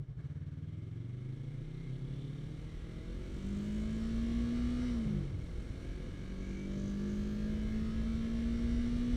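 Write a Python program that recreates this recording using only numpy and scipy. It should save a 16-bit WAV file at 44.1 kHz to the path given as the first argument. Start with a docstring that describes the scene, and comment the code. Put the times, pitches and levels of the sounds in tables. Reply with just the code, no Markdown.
"""A twin-cylinder motorcycle pulls away from a junction, heard close up by a microphone on the rider.
Exhaust: two firings a quarter cycle apart, summed from partials and filtered by pipe and silencer.
The frame buzzes at twice crank speed; valve gear and gear teeth clatter and whine through ringing cases.
Wind is banded noise on the microphone, air a thin hiss; a car idling close by is a passing hum.
The throttle shuts for a gear change, with a boom and dull thumps, then opens again."""
import sys
import numpy as np
from scipy import signal
from scipy.fft import rfft, irfft
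from scipy.io import wavfile
from scipy.ndimage import uniform_filter1d

SR = 44100
rng = np.random.default_rng(int(sys.argv[2]) if len(sys.argv) > 2 else 0)


def inscribe(sig):
    """Save sig as 16-bit PCM at rate SR to the path in sys.argv[1].

    A 1-D sig is mono; a 2-D sig holds one channel per row.
    Samples are clipped to [-1, 1] before scaling.
    """
    pcm = np.round(np.clip(np.atleast_2d(sig).T, -1, 1) * 32767)
    wavfile.write(sys.argv[1], SR, pcm.astype(np.int16))


def magnitude_from_level(level_db):
    """Linear magnitude for a level in decibels (20 dB per decade)."""
    exponent = np.asarray(level_db, float) / 20
    return 10 ** exponent


N = 404107

# engine speed: [t/s, four-stroke cycles per s]
SPEED = [(0.0, 11.7), (0.15, 11.7), (0.26, 16.75), (0.33, 17.9), (0.6, 19.2), (1.0, 22.9), (1.8, 32.11),
         (2.0, 33.85), (2.93, 41.8), (3.2, 45.65), (3.35, 47.12), (3.5, 49.59), (3.9, 54.7), (4.3, 58.08),
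         (4.87, 61.8), (5.38, 41.3), (5.5, 43.35), (5.9, 45.7), (6.8, 49.38), (8.05, 56.0), (9.17, 60.9)]
START_CYCLE = -0.03  # crank position at the start, in cycles
SHUT_S, BITE_S = 4.9, 5.38  # gear change: the throttle shuts, then the clutch bites again

# exhaust strength over time: [t/s, level/dB]
BLOW = [(0, 3.5), (1.1, -2), (1.6, -5), (2.2, -3), (2.8, -8.5), (3.2, -4), (3.6, -1.5), (4.3, -4.5),
        (4.8, -2.5), (5.1, -4.5), (5.3, -11.5), (5.5, -11), (6, -8), (6.4, -2.5), (6.9, 1), (7.4, -1.5),
        (7.9, -3), (8.4, -2), (9.16, -6.5)]
# partials of the pair of gas slugs ahead of the pipe, from twice the cycle rate up: [level/dB]
SLUG_DB = [-51, -53, -41, -41, -48, -47.5, -47, -53.5, -57, -51, -50.5, -65.5, -56.5, -56.5, -80, -64,
           -70.5]
# change of the same partials at low speed, at high speed, and further near idle: [level/dB] each
SLOW_LIFT_DB = [-5.5, -4, -1, 0, -4.5, -1.5, 1, 3.5, -0.5, 0.5, -2.5, 2.5, -0.5, 0, -2.5, 5, 8]
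FAST_LIFT_DB = [4, 5, -23, -12, -2, 0.5, -0.3, 1.5, 1.5, 0.5, -2, -4, -4.5, -1, 2, -5, 4]
IDLE_LIFT_DB = [-16, 10, 8.5, 2, -1.5, -4.5, -2, -1, -4.5, -4.5, -2.5, 4, -6, -4, 6.5, -3, -9]
# what pipe and silencer let through: [f/Hz, level/dB]
PIPE = [(40, -27), (70, -23), (100, -9), (130, 1.5), (160, -0.5), (180, -10.5), (205, -12.5), (250, -9),
        (280, -6.5), (320, -8), (360, -5.5), (420, -14), (480, -7.5), (560, -17), (640, -12.5),
        (760, -26.5), (900, -16.5)]
SECOND_FIRING, SECOND_SIZE = .24, 1.1  # second slug: cycles after the first, size relative to it
# spread of the firings at low and high speed and around the clutch bite, and its time scale
UNEVEN_LOW_DB, UNEVEN_HIGH_DB, UNEVEN_BITE_DB, UNEVEN_S = .6, 1.3, 4, .8

# how the frame passes on the shake at twice crank speed: [f/Hz, level/dB rms]
FRAME = [(150, -86), (180, -81), (190, -48.5), (200, -38.5), (220, -38), (238, -35.5), (248, -36)]
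# once-a-cycle rocking of the engine: [f/Hz, level/dB rms]
ROCKING = [(20, -88), (30, -48.5), (40, -58.5), (45, -47), (52, -46.5), (58, -41.5), (62, -43.5)]

# gear teeth and valve train whine: [multiple of the cycle rate]
WHINE_ORDERS = [19, 20, 23, 24, 28, 29, 31, 32, 38, 46, 47, 53, 58, 78]
# their strength against the mean rattle partial: [level/dB]
WHINE_DB = [0.5, 2, 4.5, 0, 3, -5, 1.5, 1, -1, -5.5, 5, -8, -22, 0.5]
# engine cases and fairing ringing: [f/Hz, width/Hz, level/dB]
CASES = [(280, 123.5, 17), (540, 280, 1.5), (1067, 92, -9), (1480, 500, -2.5), (1640, 59, 5.5),
         (2162, 245, 0.5), (3010, 333, -1.5), (3740, 585, -4), (4340, 500, -5), (5660, 720, -7),
         (8100, 3280, -13), (10020, 2200, -22.5), (13500, 7400, -68)]
# bursts of clatter as the clutch takes up and later the gear is kicked: [t/s, level/dB, rise/s, fall/s]
BURSTS = [(.2, 4.5, 0.02, 0.22), (4.98, 1, 0.047, 0.065)]
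# clatter above 900 Hz: level at 40 cycles per s, growth in dB per cycle per s
CLATTER_DB, CLATTER_DB_PER_CYCLE = -64, 0.3916
# off load the hiss loses treble; the rattle sinks by a multiple of the same dB
OFF_LOAD_DB, OFF_LOAD_S, RATTLE_SINK = -6, .16, 2.2
UNLOADED_DB, SETTLE_S = -7, .9  # rattle dip at the clutch bite, and the time it takes to recover

# gusts, before a fixed lift: [t/s, level/dB]
GUSTS = [(0.0, -68), (0.8, -63.5), (1.5, -60.5), (2.2, -57), (2.6, -55), (3.3, -51), (3.9, -50.5),
         (4.54, -48.5), (5.5, -51), (6.3, -52), (7.2, -50), (7.6, -47), (8.1, -45), (8.4, -49),
         (9.16, -43.5)]
# colour of the wind on the microphone: [f/Hz, relative level/dB]
WIND = [(15, -1.5), (30, 5), (50, 5.5), (72, 1.5), (100, -3), (160, -6.5), (300, -17.5), (600, -36.5),
        (1500, -63)]
# bands up to THUMP_HZ grow faster: extra dB per dB of gust
THUMP_GROWTH, THUMP_HZ = 0.23, 100
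# thin air hiss above 10 kHz: [t/s, level/dB rms]
AIR = [(0, -100.5), (.25, -102), (2.5, -100), (3.6, -82), (4.9, -92), (5.5, -100), (6.4, -91), (7.3, -80.5),
       (8.2, -85), (9.16, -88.5)]
# panels that ring up for a while: [t/s, f/Hz, width/Hz, level/dB at the peak, time to fall 6 dB/s]
RINGS = [(1.77, 2125, 120, -72, 0.18), (6.55, 2275, 130, -67.5, 0.22), (6.1, 1630, 160, -70, 0.5),
         (0.21, 1600, 500, -73, 0.03), (0.4, 1650, 500, -78, 0.2), (0.7, 3350, 800, -75, 0.55),
         (1.1, 2150, 200, -77, 0.5), (3.7, 7500, 3500, -72, 0.4), (6.9, 6300, 1800, -72, 0.6),
         (2.2, 3500, 900, -73, 0.7), (5.7, 2200, 200, -72, 0.4), (4.7, 1250, 250, -68, 0.25),
         (2.9, 2070, 150, -70, 0.2), (4.3, 1160, 90, -68, 0.3), (7.4, 1653, 200, -67, 0.7),
         (7.7, 2100, 200, -68, 0.12), (8.1, 1340, 260, -64, 0.25), (8.7, 1650, 160, -70, 0.5),
         (8.8, 2140, 150, -68, 0.3)]
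# idling car: pitch, moment nearest, level there, time either side in which it is 6 dB down
CAR_HZ, CAR_S, CAR_DB, CAR_REACH_S = 125.7, 2.01, -46.5, 0.6

# boom partials: [multiple of the cycle rate]
BOOM_ORDERS = [2, 3, 7]
# and their levels within the boom: [level/dB]
BOOM_ORDER_DB = [-9.5, -0.5, -15.5]
# boom level at its peak, lead of the peak on the bite, slope to either side, fades
BOOM_DB, BOOM_LEAD_S, BOOM_DB_PER_S, BOOM_IN_S, BOOM_OUT_S = -37, 0.22, 40, 0.23, 0.022
# dull thumps around the gear change, perhaps late firings in the pipe; the last one is a bump in the road: #
# [t/s, level/dB ahead of the soft onset, f/Hz, t60/s]
THUMPS = [(5.059, -25.5, 135, 0.12), (5.312, -34, 98, 0.12), (5.344, -25, 110, 0.076),
          (5.388, -29, 114, 0.084), (5.581, -24, 56.5, 0.058), (5.7, -25.5, 73.4, 0.051),
          (5.892, -30, 45.8, 0.1)]


def rms_one(x):
    """Scale to rms 1."""
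    return x / np.sqrt(np.mean(x ** 2) + 1e-20)


def in_time(rows):
    """Columns of a time table, one value a sample."""
    s, *columns = np.transpose(rows)
    return [np.interp(np.arange(N) / SR, s, c) for c in columns]


def at_hz(points, hz):
    """Read a spectrum table on a log frequency axis."""
    table_hz, level_db = np.transpose(points)
    return np.interp(np.log(hz), np.log(table_hz), level_db)


def drift(rate):
    """Slow chance with spread 1: noise through a double pole at rate (Hz), made at SR / 40."""
    r = np.exp(-80 * np.pi * rate / SR)
    noise = rng.standard_normal(N // 40 + 2002)
    slow = signal.lfilter([1], [1, -2 * r, r * r], noise)[2000:]  # settled part
    return np.interp(np.arange(N) / 40, np.arange(len(slow)), rms_one(slow))


def resonate(x, modes, order=1):
    """Parallel two-pole resonances with alternating signs, each with its table level on top."""
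    out = 0
    for k, (hz, width, level_db) in enumerate(modes):
        r = np.exp(-np.pi * width / SR)
        zeros = (1 - r * r) / 2 * np.array([1, 0, -1])
        poles = [1, -2 * r * np.cos(2 * np.pi * hz / SR), r * r]
        y = x
        for _ in range(order):
            y = signal.lfilter(zeros, poles, y)
        out = out + (-1) ** k * magnitude_from_level(level_db) * y
    return out


def coloured(x, points):
    """Causal filter with the given spectrum: minimum phase from the folded cepstrum."""
    size = 16384
    hz = np.arange(1, size // 2 + 2) * SR / size
    cepstrum = irfft(np.log(magnitude_from_level(at_hz(points, hz))))
    cepstrum[1:size // 2] *= 2
    response = irfft(np.exp(rfft(cepstrum[:size // 2 + 1], size)))
    return signal.fftconvolve(x, response)[:N]


def exhaust(cycle, speed):
    """Two gas slugs a cycle, built from their partials, ring through the pipe and silencer."""
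    [blow_db] = in_time(BLOW)
    steady_db = np.interp(speed, [38, 50], [UNEVEN_LOW_DB, UNEVEN_HIGH_DB])
    [upset_db] = in_time([(BITE_S - .3, 0), (BITE_S, UNEVEN_BITE_DB),
                          (BITE_S + UNEVEN_S / 2, UNEVEN_BITE_DB), (BITE_S + 2 * UNEVEN_S, 0)])
    uneven_db = np.maximum(steady_db, upset_db)
    idle = np.interp(speed, [19, 25], [1, 0])
    slow = np.interp(speed, [28, 36], [1, 0])
    fast = np.interp(speed, [47, 54], [0, 1])
    slugs = 0
    partials = zip(SLUG_DB, SLOW_LIFT_DB, FAST_LIFT_DB, IDLE_LIFT_DB)
    for count, (level_db, slow_db, fast_db, idle_db) in enumerate(partials, start=2):
        # the spacing and size of the pair set the phase of each partial
        phase = np.angle(1 + SECOND_SIZE * np.exp(-2j * np.pi * count * SECOND_FIRING))
        lift_db = slow_db * slow + fast_db * fast + idle_db * idle
        patchy_db = uneven_db + .2 * max(count - 5, 0)  # high partials come and go more
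        level = magnitude_from_level(level_db + lift_db + patchy_db * drift(4.7))
        slugs = slugs - level * np.cos(2 * np.pi * count * cycle + phase)
    strength = magnitude_from_level(blow_db + uneven_db * drift(42.0))
    return np.sqrt(2) * coloured(strength * slugs, PIPE)


def frame_buzz(cycle, speed):
    """The pistons shake the frame four times a cycle, which is twice crank speed."""
    level = magnitude_from_level(at_hz(FRAME, 4 * speed) + 0.64 * drift(3.4))
    return np.sqrt(2) * level * np.sin(8 * np.pi * cycle)


def engine_rocking(cycle, speed):
    """The firings rock the engine once a cycle."""
    level = magnitude_from_level(at_hz(ROCKING, speed) + 0.64 * drift(2.8))
    return np.sqrt(2) * level * np.sin(2 * np.pi * cycle)


def rattle(cycle):
    """The same many small contacts return every cycle; three such patterns blend slowly into one another."""
    # multiples fade in from the 15th to the 23rd and out above the 60th, uneven in strength
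    strength = np.interp(np.arange(2049), [15, 23, 60, 200], [0, 1, 1, 0])
    strength *= magnitude_from_level(3 * rng.standard_normal(2049))
    strength[WHINE_ORDERS] = magnitude_from_level(np.array(WHINE_DB))
    angle = (cycle + .0012 * drift(5.0)) % 1 * 4096  # slight timing wander
    weights = np.array([np.full(N, .9), drift(3.0), drift(7.0)])
    out = 0
    for weight in weights / np.linalg.norm(weights, axis=0):
        pattern = irfft(strength * np.exp(2j * np.pi * rng.random(2049)))
        closed = np.append(pattern, pattern[0])
        out = out + weight * np.interp(angle, np.arange(4097), closed)
    return rms_one(out)


def clatter(cycle, speed):
    """Rattle and hiss swell once a cycle, less so twice, and excite the ringing cases."""
    # at low speed the firings stand apart, so the swell is deeper and the rattle lies under the hiss
    once_db = np.minimum(36 / speed, 1.7) * np.cos(2 * np.pi * (cycle - .2))
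    swell = magnitude_from_level(once_db + .5 * np.cos(4 * np.pi * cycle) + .3 * drift(8.0))
    [off_load_db] = in_time([(SHUT_S, 0), (SHUT_S + OFF_LOAD_S, OFF_LOAD_DB),
                             (BITE_S - .05, OFF_LOAD_DB), (BITE_S + .07, 0)])
    [unloaded_db] = in_time([(BITE_S - .1, 0), (BITE_S, UNLOADED_DB), (BITE_S + SETTLE_S, 0)])
    rattle_db = np.interp(speed, [30, 52], [-12, -1.5]) + RATTLE_SINK * off_load_db + unloaded_db
    # the hiss is dull at low speed and off load, and brightens as the engine winds up
    white = rng.standard_normal(N)
    dull = signal.sosfilt(signal.butter(1, 4500, fs=SR, output="sos"), white)
    brightness = np.interp(speed, [12, 40], [.3, 1]) * magnitude_from_level(off_load_db)
    hiss = dull + brightness * (white - dull)
    rung = resonate(swell * (hiss + magnitude_from_level(rattle_db) * rattle(cycle)), CASES)
    # level out by the running treble power, then set the level from speed and bursts
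    treble = signal.sosfilt(signal.butter(4, 900, "high", fs=SR, output="sos"), rung)
    burst_db = 0
    for s, db, rise, fall in BURSTS:
        burst_db = burst_db + in_time([(s - rise, 0), (s, db), (s + fall, 0)])[0]
    clatter_db = CLATTER_DB + CLATTER_DB_PER_CYCLE * (speed - 40) + burst_db
    return magnitude_from_level(clatter_db) * rung / np.sqrt(uniform_filter1d(treble ** 2, size=9000))


def wind():
    """Lumpy turbulence on the microphone: half-octave noise bands that gust partly together."""
    [wind_db] = in_time(GUSTS)
    shared_gust = drift(5.0)
    edges = 15 * 2 ** np.arange(0, 6.1, .5)
    white = rng.standard_normal((2, N + SR))  # neighbouring bands take different noise
    out = 0
    for k, (low, high) in enumerate(zip(edges, edges[1:])):
        bandpass = signal.butter(2, [low, high], "band", fs=SR, output="sos")
        band = signal.sosfilt(bandpass, white[k % 2])[SR:]  # the first second settles the filter
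        growth_db = (high <= THUMP_HZ) * THUMP_GROWTH * (wind_db - wind_db.max())
        colour_db = at_hz(WIND, np.sqrt(low * high))
        out = out + band * magnitude_from_level(colour_db + growth_db + 0.4 * shared_gust + drift(7.6))
    return magnitude_from_level(wind_db + 29) * out


def air():
    """Smooth hiss of the air stream past the helmet: high-passed noise with a slow flutter."""
    [air_db] = in_time(AIR)
    highpass = signal.butter(4, 10000, "high", fs=SR, output="sos")
    hiss = signal.sosfilt(highpass, rng.standard_normal(N))
    return magnitude_from_level(air_db + 1.5 * drift(7.7)) * rms_one(hiss)


def ringing_panels(cycle):
    """Rattle and hiss pass twice through one resonance per panel, swelling, fluttering and fading."""
    t = np.arange(N) / SR
    drive = rattle(cycle) + .45 * rng.standard_normal(N)
    swell_db = 3 * np.cos(2 * np.pi * (cycle - .2))  # once a cycle
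    out = 0
    for s, hz, width, db, fall in RINGS:
        ring = rms_one(resonate(drive, [(hz, width, 0)], order=2))
        level_db = db - 6 * ((t - s) / fall) ** 2
        out = out + magnitude_from_level(level_db + 1.5 * drift(9.0) + swell_db) * ring
    return out


def idling_car():
    """A steady hum from a car close by, heard only while it is near."""
    t = np.arange(N) / SR
    level_db = CAR_DB - 6 * ((t - CAR_S) / CAR_REACH_S) ** 2
    return np.sqrt(2) * magnitude_from_level(level_db) * np.sin(2 * np.pi * CAR_HZ * t)


def shut_throttle_boom(cycle):
    """The shut throttle booms at multiples of the cycle rate, mostly the third, until the clutch bites."""
    t = np.arange(N) / SR
    fade_in = (t - SHUT_S) / BOOM_IN_S
    fade_out = 1 + (BITE_S - t) / BOOM_OUT_S
    fade = np.clip(np.minimum(fade_in, fade_out), 0, 1) ** 2
    boom_db = BOOM_DB - BOOM_DB_PER_S * np.abs(t - BITE_S + BOOM_LEAD_S)
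    tones = sum(magnitude_from_level(db) * np.sin(2 * np.pi * k * cycle) for k, db in zip(BOOM_ORDERS, BOOM_ORDER_DB))
    return np.sqrt(2) * fade * magnitude_from_level(boom_db) * tones


def thumps():
    """Each thump is one low tone that rises within a few ms and dies away exponentially."""
    out, age = np.zeros(N), np.arange(SR // 2) / SR
    for s, db, hz, t60 in THUMPS:
        start = int(s * SR)
        envelope = magnitude_from_level(db - 60 * age / t60) * (1 - np.exp(-age / .004))
        out[start:start + len(age)] += envelope * np.sin(2 * np.pi * hz * age)
    return out


def scene():
    """Motorcycle, wind and the idling car at the rider's microphone, in mono."""
    [speed] = in_time(SPEED)
    cycle = START_CYCLE + np.cumsum(speed) / SR
    engine = exhaust(cycle, speed) + frame_buzz(cycle, speed) + engine_rocking(cycle, speed)
    engine = engine + clatter(cycle, speed)
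    moving_air = wind() + air()
    panels_and_car = ringing_panels(cycle) + idling_car()
    gear_change = shut_throttle_boom(cycle) + thumps()
    return (engine + moving_air + panels_and_car + gear_change)[None]


def low_pass(x):
    """Removes everything above the highest recorded frequency."""
    return signal.sosfilt(signal.butter(12, 15620, fs=SR, output="sos"), x)


def record(dry):
    """The finished mono mix as the camera on the rider keeps it."""
    return low_pass(dry)


dry = scene()
out = record(dry)
inscribe(out)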